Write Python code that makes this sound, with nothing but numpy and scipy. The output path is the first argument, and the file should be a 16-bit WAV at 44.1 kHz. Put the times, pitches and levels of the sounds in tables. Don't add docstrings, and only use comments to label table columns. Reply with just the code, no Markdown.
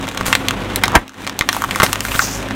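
import sys
import numpy as np
from scipy import signal
from scipy.fft import rfft, irfft
from scipy.io import wavfile

SR = 44100
rng = np.random.default_rng(int(sys.argv[2]) if len(sys.argv) > 2 else 0)


def transcribe(signal):
    frames = np.atleast_2d(signal).T
    limited = np.clip(frames, -1, 1)
    pcm = np.round(limited * 32767).astype(np.int16)
    wavfile.write(sys.argv[1], SR, pcm)


N = 112454

# frequency in Hz, relative level in dB per Hz.
CRACK_COLOUR = [(100, -16.5), (600, -10), (1000, 6.5), (2100, 3), (3700, 6.5), (4700, -4), (6300, 0),
                (9500, -8.5), (11000, -12), (16000, -14.5)]
# frequency in Hz, relative level in dB per Hz.
AIR_COLOUR = [(100, -18), (1000, 11), (3400, 4), (5000, 3), (9000, 5), (10500, 0.5), (13000, 2),
              (16000, -7)]


def amp(db):
    return 10 ** (np.asarray(db) / 20)


def unit(x):
    return x / np.sqrt(np.mean(x ** 2) + 1e-20)


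def curve(points):
    seconds, values = np.transpose(points)
    return np.interp(np.arange(N) / SR, seconds, values)


def add(mix, start_s, sound):
    first = max(round(start_s * SR), 0)
    part = mix[first:][:len(sound)]
    part += sound[:len(part)]


def noise(colour, size, tilt_db=0):
    octave = np.log2(np.fft.rfftfreq(size, 1 / SR) + 1)
    hz, db = np.transpose(colour)
    gain = amp(np.interp(octave, np.log2(hz), db) + tilt_db * octave)
    random_phase = np.exp(2j * np.pi * rng.random(len(gain)))
    return unit(irfft(gain * random_phase, size))


def wander(rate_hz):
    hz = np.fft.rfftfreq(N, 1 / SR)
    spectrum = rfft(rng.standard_normal(N))
    return unit(irfft(spectrum * np.exp(-(hz / rate_hz) ** 2), N))


def band(hz, width_hz):
    turn = 2 * np.pi * np.cumsum(hz * np.ones(N)) / SR
    return unit(wander(width_hz) * np.cos(turn) + wander(width_hz) * np.sin(turn))


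def car():
    # time in seconds, rate in Hz.
    firing = [(0, 24.32), (1.7, 24.17), (2.15, 26.29), (2.55, 26.07)]
    # multiple of the firing rate, level in dB before wavering and level curve.
    orders = [(4, -34.5), (5, -41.5), (8, -39), (21, -42)]
    # time in seconds, level in dB before wavering and level curve.
    boom_level = [(0, -38), (1.85, -38), (2.1, -29.5), (2.55, -36)]
    # frequency in Hz, relative level in dB per Hz.
    roar_colour = [(20, -40), (45, -15), (150, -2.5), (200, 2), (290, 1.5), (450, -4.5), (800, -5),
                   (2000, -10), (3500, -15), (4600, -25), (8000, -30.5), (16000, -44)]
    # time in seconds, level in dB.
    level_curve = [(0, 0), (.14, -4), (.2, 0), (.55, 2), (.95, 1.5), (1.02, -8), (1.14, -21), (1.185, -6.5),
                   (1.33, -7.5), (1.58, -2.5), (1.72, -0.5), (2.2, -2.5), (2.55, 0.5)]
    waver_db, waver_hz = 2.6, 18
    lump_db, lump_hz = 1.4, 30
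    roar_db, throb_depth = -27, 0.28
    hum_hz, hum_db, hum_width_hz = 264.7, -33.5, 12.3
    tone_follow = 1.34

    rate = curve(firing) * (1 + 0.00555 * wander(5.44))
    angle = 2 * np.pi * np.cumsum(rate) / SR
    tones = np.zeros(N)
    for multiple, db in orders:
        tone = unit(np.cos(multiple * angle + 2 * np.pi * rng.random()))
        tones += amp(db + waver_db * wander(waver_hz)) * tone
    boom = amp(curve(boom_level) + waver_db * wander(waver_hz)) * unit(np.cos(2 * angle))

    throb = 1 + throb_depth * np.cos(angle)
    lumps = amp(lump_db * wander(lump_hz))
    roar = amp(roar_db) * noise(roar_colour, N) * throb * lumps
    hum = amp(hum_db) * band(hum_hz, hum_width_hz)
    level_db = curve(level_curve)
    return (tones + boom) * amp(tone_follow * level_db) + (roar + hum) * amp(level_db)


def ring(hz, t):
    stiffness, relax_s = 0.35, 0.0006
    rise_s, decay_s, damping_power = 0.0004, 0.0018, 2.2
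    partner_ratio, partner_db = 1.243, -17.5

    turn = 2 * np.pi * hz * (t + stiffness * relax_s * (1 - np.exp(-t / relax_s)))
    envelope = (1 - np.exp(-t / rise_s)) * np.exp(-(t / decay_s) ** damping_power)
    motion = envelope * (np.sin(turn) + amp(partner_db) * np.sin(partner_ratio * turn))
    return np.gradient(motion, turn)


def crinkle():
    # time in seconds, level in dB.
    crinkle_level = [(0, -35.5), (.25, -28), (.4, -39), (.95, -43), (1.12, -53), (1.19, -35.5), (1.45, -44),
                     (1.62, -34), (1.82, -27), (1.95, -36.5), (2.16, -28.5), (2.28, -33.5), (2.5, -35.5)]
    clicks_per_s, spread_db = 180, 5.3
    sizes = 14
    crack_db, crack_decay_s = -4, 0.0024

    out, t = np.zeros(N), np.arange(512) / SR
    for hz in np.geomspace(750, 2400, sizes):
        strength = amp(spread_db * np.minimum(rng.exponential(1, N), 3))
        clicks = strength * (rng.random(N) < clicks_per_s / sizes / SR)
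        crack = noise(CRACK_COLOUR, len(t)) * np.exp(-t / crack_decay_s)
        grain = ring(hz, t) + amp(crack_db) * crack
        out += signal.oaconvolve(clicks, grain)[:N]
    return unit(out) * amp(curve(crinkle_level))


def snaps():
    # start in seconds, settled ring pitch in Hz, ring level in dB,
    # crack level in dB before its decay, crack tilt in dB per octave.
    buckles = [(0.0793, 740, -12, -12.5, -3), (0.0879, 676, -13.5, -12.5, 0.5),
               (0.1762, 1184, -21, -11.5, -1.5), (.2106, 1030, -5, -6, -5), (0.265, 1190, -11, -9, 7.5),
               (.282, 1190, -24, -6.5, -4), (.302, 1090, -11, -29, -9), (0.328, 1780, 1, 5.5, -2),
               (0.352, 990, -7, 3.5, -1), (.471, 1110, -17, -37, 0), (0.4846, 1480, -17, -2.5, 2),
               (0.5084, 1110, -4, -7.5, 1), (0.7595, 1110, -21, 0, 5.5), (0.8366, 1200, -5, -5, 9),
               (0.837, 2000, 4, 7, -1.5), (0.8564, 700, -24, -11.5, 0), (0.8804, 1020, -1, -9, 0),
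               (0.9192, 1100, -12, -22.5, 6), (.931, 940, -8, -34, 2), (1.0798, 1300, -28, -25, 1),
               (1.0941, 1320, -27, -24.5, -0.5), (1.2674, 1030, -11, -12, -2),
               (1.275, 1020, -11, -9.5, -0.5), (1.296, 1280, -17, -8.5, -2.5), (1.391, 750, -10, -5.5, 6),
               (1.4101, 1870, 1, -0.5, -3.5), (1.422, 1160, -11, -15.5, -3), (1.4895, 1640, 3.5, 4, -0.5),
               (1.5288, 1480, -7, -8, 1), (1.5475, 834, -11, -14, 0), (1.566, 830, -3.5, -11, 17),
               (1.6205, 1070, -2.5, -12.5, 4.5), (1.6397, 1160, -1, -13, -1), (1.645, 1110, -6, -16.5, 7),
               (1.691, 1090, -12.5, -13.5, -5), (1.7099, 2020, -6.5, -7, 0.5),
               (1.7487, 1980, -8.5, -23, -1), (1.7591, 1020, -3.5, -9, 4.5), (1.8004, 1115, 4, 2, -3),
               (1.8067, 1060, -7, -5.5, -4.5), (1.8203, 1120, -1.5, -4.5, -3), (1.864, 1350, -9, -7.5, -1),
               (1.9300, 1090, -4.5, -0.5, 5), (1.957, 1320, -8.5, -10.5, -1), (2.006, 3330, -29, -7, 3.5),
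               (2.051, 1420, -5.5, -12, 6), (2.118, 2430, -9, -12.5, -5.5), (2.152, 1320, -6, -10, -9),
               (2.1585, 3200, -17, -15, 0), (2.1929, 1350, 10, -7, -5), (2.5085, 1690, -11, -14.5, -3.5)]
    crack_decay_s = 0.0013

    out, t = np.zeros(N), np.arange(1024) / SR
    for start_s, hz, ring_db, crack_db, tilt_db in buckles:
        crack = noise(CRACK_COLOUR, len(t), tilt_db) * np.exp(-t / crack_decay_s)
        add(out, start_s, amp(ring_db) * ring(hz, t) + amp(crack_db) * crack)
    return out


def leaks():
    # time in seconds, level in dB before the flutter.
    leak_level = [(.248, -49), (.26, -20.5), (.285, -24.5), (.32, -32), (.39, -40), (.6, -50), (1.15, -67),
                  (1.22, -42.5), (1.32, -64), (1.51, -40.5), (1.53, -27.5), (1.67, -40), (1.86, -27),
                  (2.01, -42), (2.04, -30.5), (2.11, -30), (2.16, -25), (2.25, -28), (2.29, -33),
                  (2.365, -32), (2.47, -51)]
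    # time in seconds, level in dB before the flutter, centre in Hz.
    slits = [
        [(2.02, -43, 13300), (2.21, -33, 14500), (2.33, -48, 14500)],
        [(2.08, -52, 10470), (2.17, -37, 8480), (2.225, -20.5, 5990), (2.28, -29.5, 5930), (2.35, -30.5, 6340),
         (2.47, -52, 6070)],
    ]
    slit_width_hz = 1600
    flutter_db, flutter_hz = 1.2, 260

    t = np.arange(N) / SR
    air = noise(AIR_COLOUR, N) * amp(curve(leak_level))
    for slit in slits:
        s, db, hz = np.transpose(slit)
        whistle = band(np.interp(t, s, hz), slit_width_hz) * amp(np.interp(t, s, db))
        air += whistle * (t > s[0]) * (t < s[-1])
    return air * amp(flutter_db * wander(flutter_hz))


def bursts():
    # start in seconds, blast level in dB before its decay,
    # blast decay in seconds, rip level in dB before its decay, rip decay in seconds.
    burst_list = [(0.9528, 5, 0.0081, -4, 0.0045), (1.831, -0.5, 0.0061, -6.5, 0.011)]
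    # frequency in Hz, relative level in dB per Hz.
    blast_colour = [(30, -23), (130, 3), (420, 1), (1100, 1.5), (1900, 0.5), (3200, -13), (16000, -89)]
    # pitch in Hz, level in dB before decay.
    shell_modes = [(695, -4.5), (985, -3.5), (1650, -9.5), (2150, -18)]
    # peak time in seconds,
    # pitch at the peak in Hz, peak level in dB, rise in seconds, decay in seconds,
    # pitch fall per second (as an exponential rate), roughness in radians.
    swells = [(.952, 921, -3.5, 0.0072, 0.0041, 4.6, 1), (0.9684, 63, -4, 0.0062, 0.0105, 22, 0.029)]
    shell_decay_s, rough_hz = 0.010, 443

    out, t = np.zeros(N), np.arange(8192) / SR
    shell = sum(amp(db) * np.sin(2 * np.pi * hz * t) for hz, db in shell_modes)
    add(out, burst_list[0][0], shell * np.exp(-t / shell_decay_s))
    for start_s, blast_db, blast_decay_s, rip_db, rip_decay_s in burst_list:
        blast = amp(blast_db) * noise(blast_colour, len(t)) * np.exp(-t / blast_decay_s)
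        rip = amp(rip_db) * noise(AIR_COLOUR, len(t)) * np.exp(-t / rip_decay_s)
        add(out, start_s, blast + rip)

    from_peak = t - t.mean()
    for peak_s, hz, db, rise_s, decay_s, fall, rough in swells:
        turn = 2 * np.pi * hz * (1 - np.exp(-fall * from_peak)) / fall
        turn += rough * wander(rough_hz)[:len(t)]
        envelope = np.exp(np.minimum(from_peak / rise_s, -from_peak / decay_s))
        add(out, peak_s + from_peak[0], -amp(db) * envelope * np.cos(turn))
    return out


def reflections(x):
    echo_db, echo_decay_s, echo_corner_hz = -10.5, 0.0055, 4560
    tail_db, tail_decay_s = -16.5, 0.019
    gap_s = 0.0016

    t = np.arange(8192) / SR
    out = x.copy()
    b, a = signal.butter(1, echo_corner_hz, fs=SR)
    dull = signal.lfilter(b, a, x)
    for source, db, decay_s in (dull, echo_db, echo_decay_s), (x, tail_db, tail_decay_s):
        fade_in = np.clip(t / gap_s - 1, 0, 1)
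        taps = rng.standard_normal(len(t)) * np.exp(-t / decay_s) * fade_in
        out += amp(db) * signal.oaconvolve(source, taps / np.linalg.norm(taps))[:N]
    return out


def scene():
    impacts = crinkle() + snaps() + bursts()
    return (reflections(impacts) + leaks() + car())[None]


def record(dry):
    clip_level, edge_hz = 1.0, 16000
    clipped = np.clip(dry, -clip_level, clip_level)
    low_pass = signal.firwin(255, edge_hz, window=("kaiser", 8), fs=SR)
    return signal.oaconvolve(clipped, low_pass[None], "same")


dry = scene()
out = record(dry)
transcribe(out)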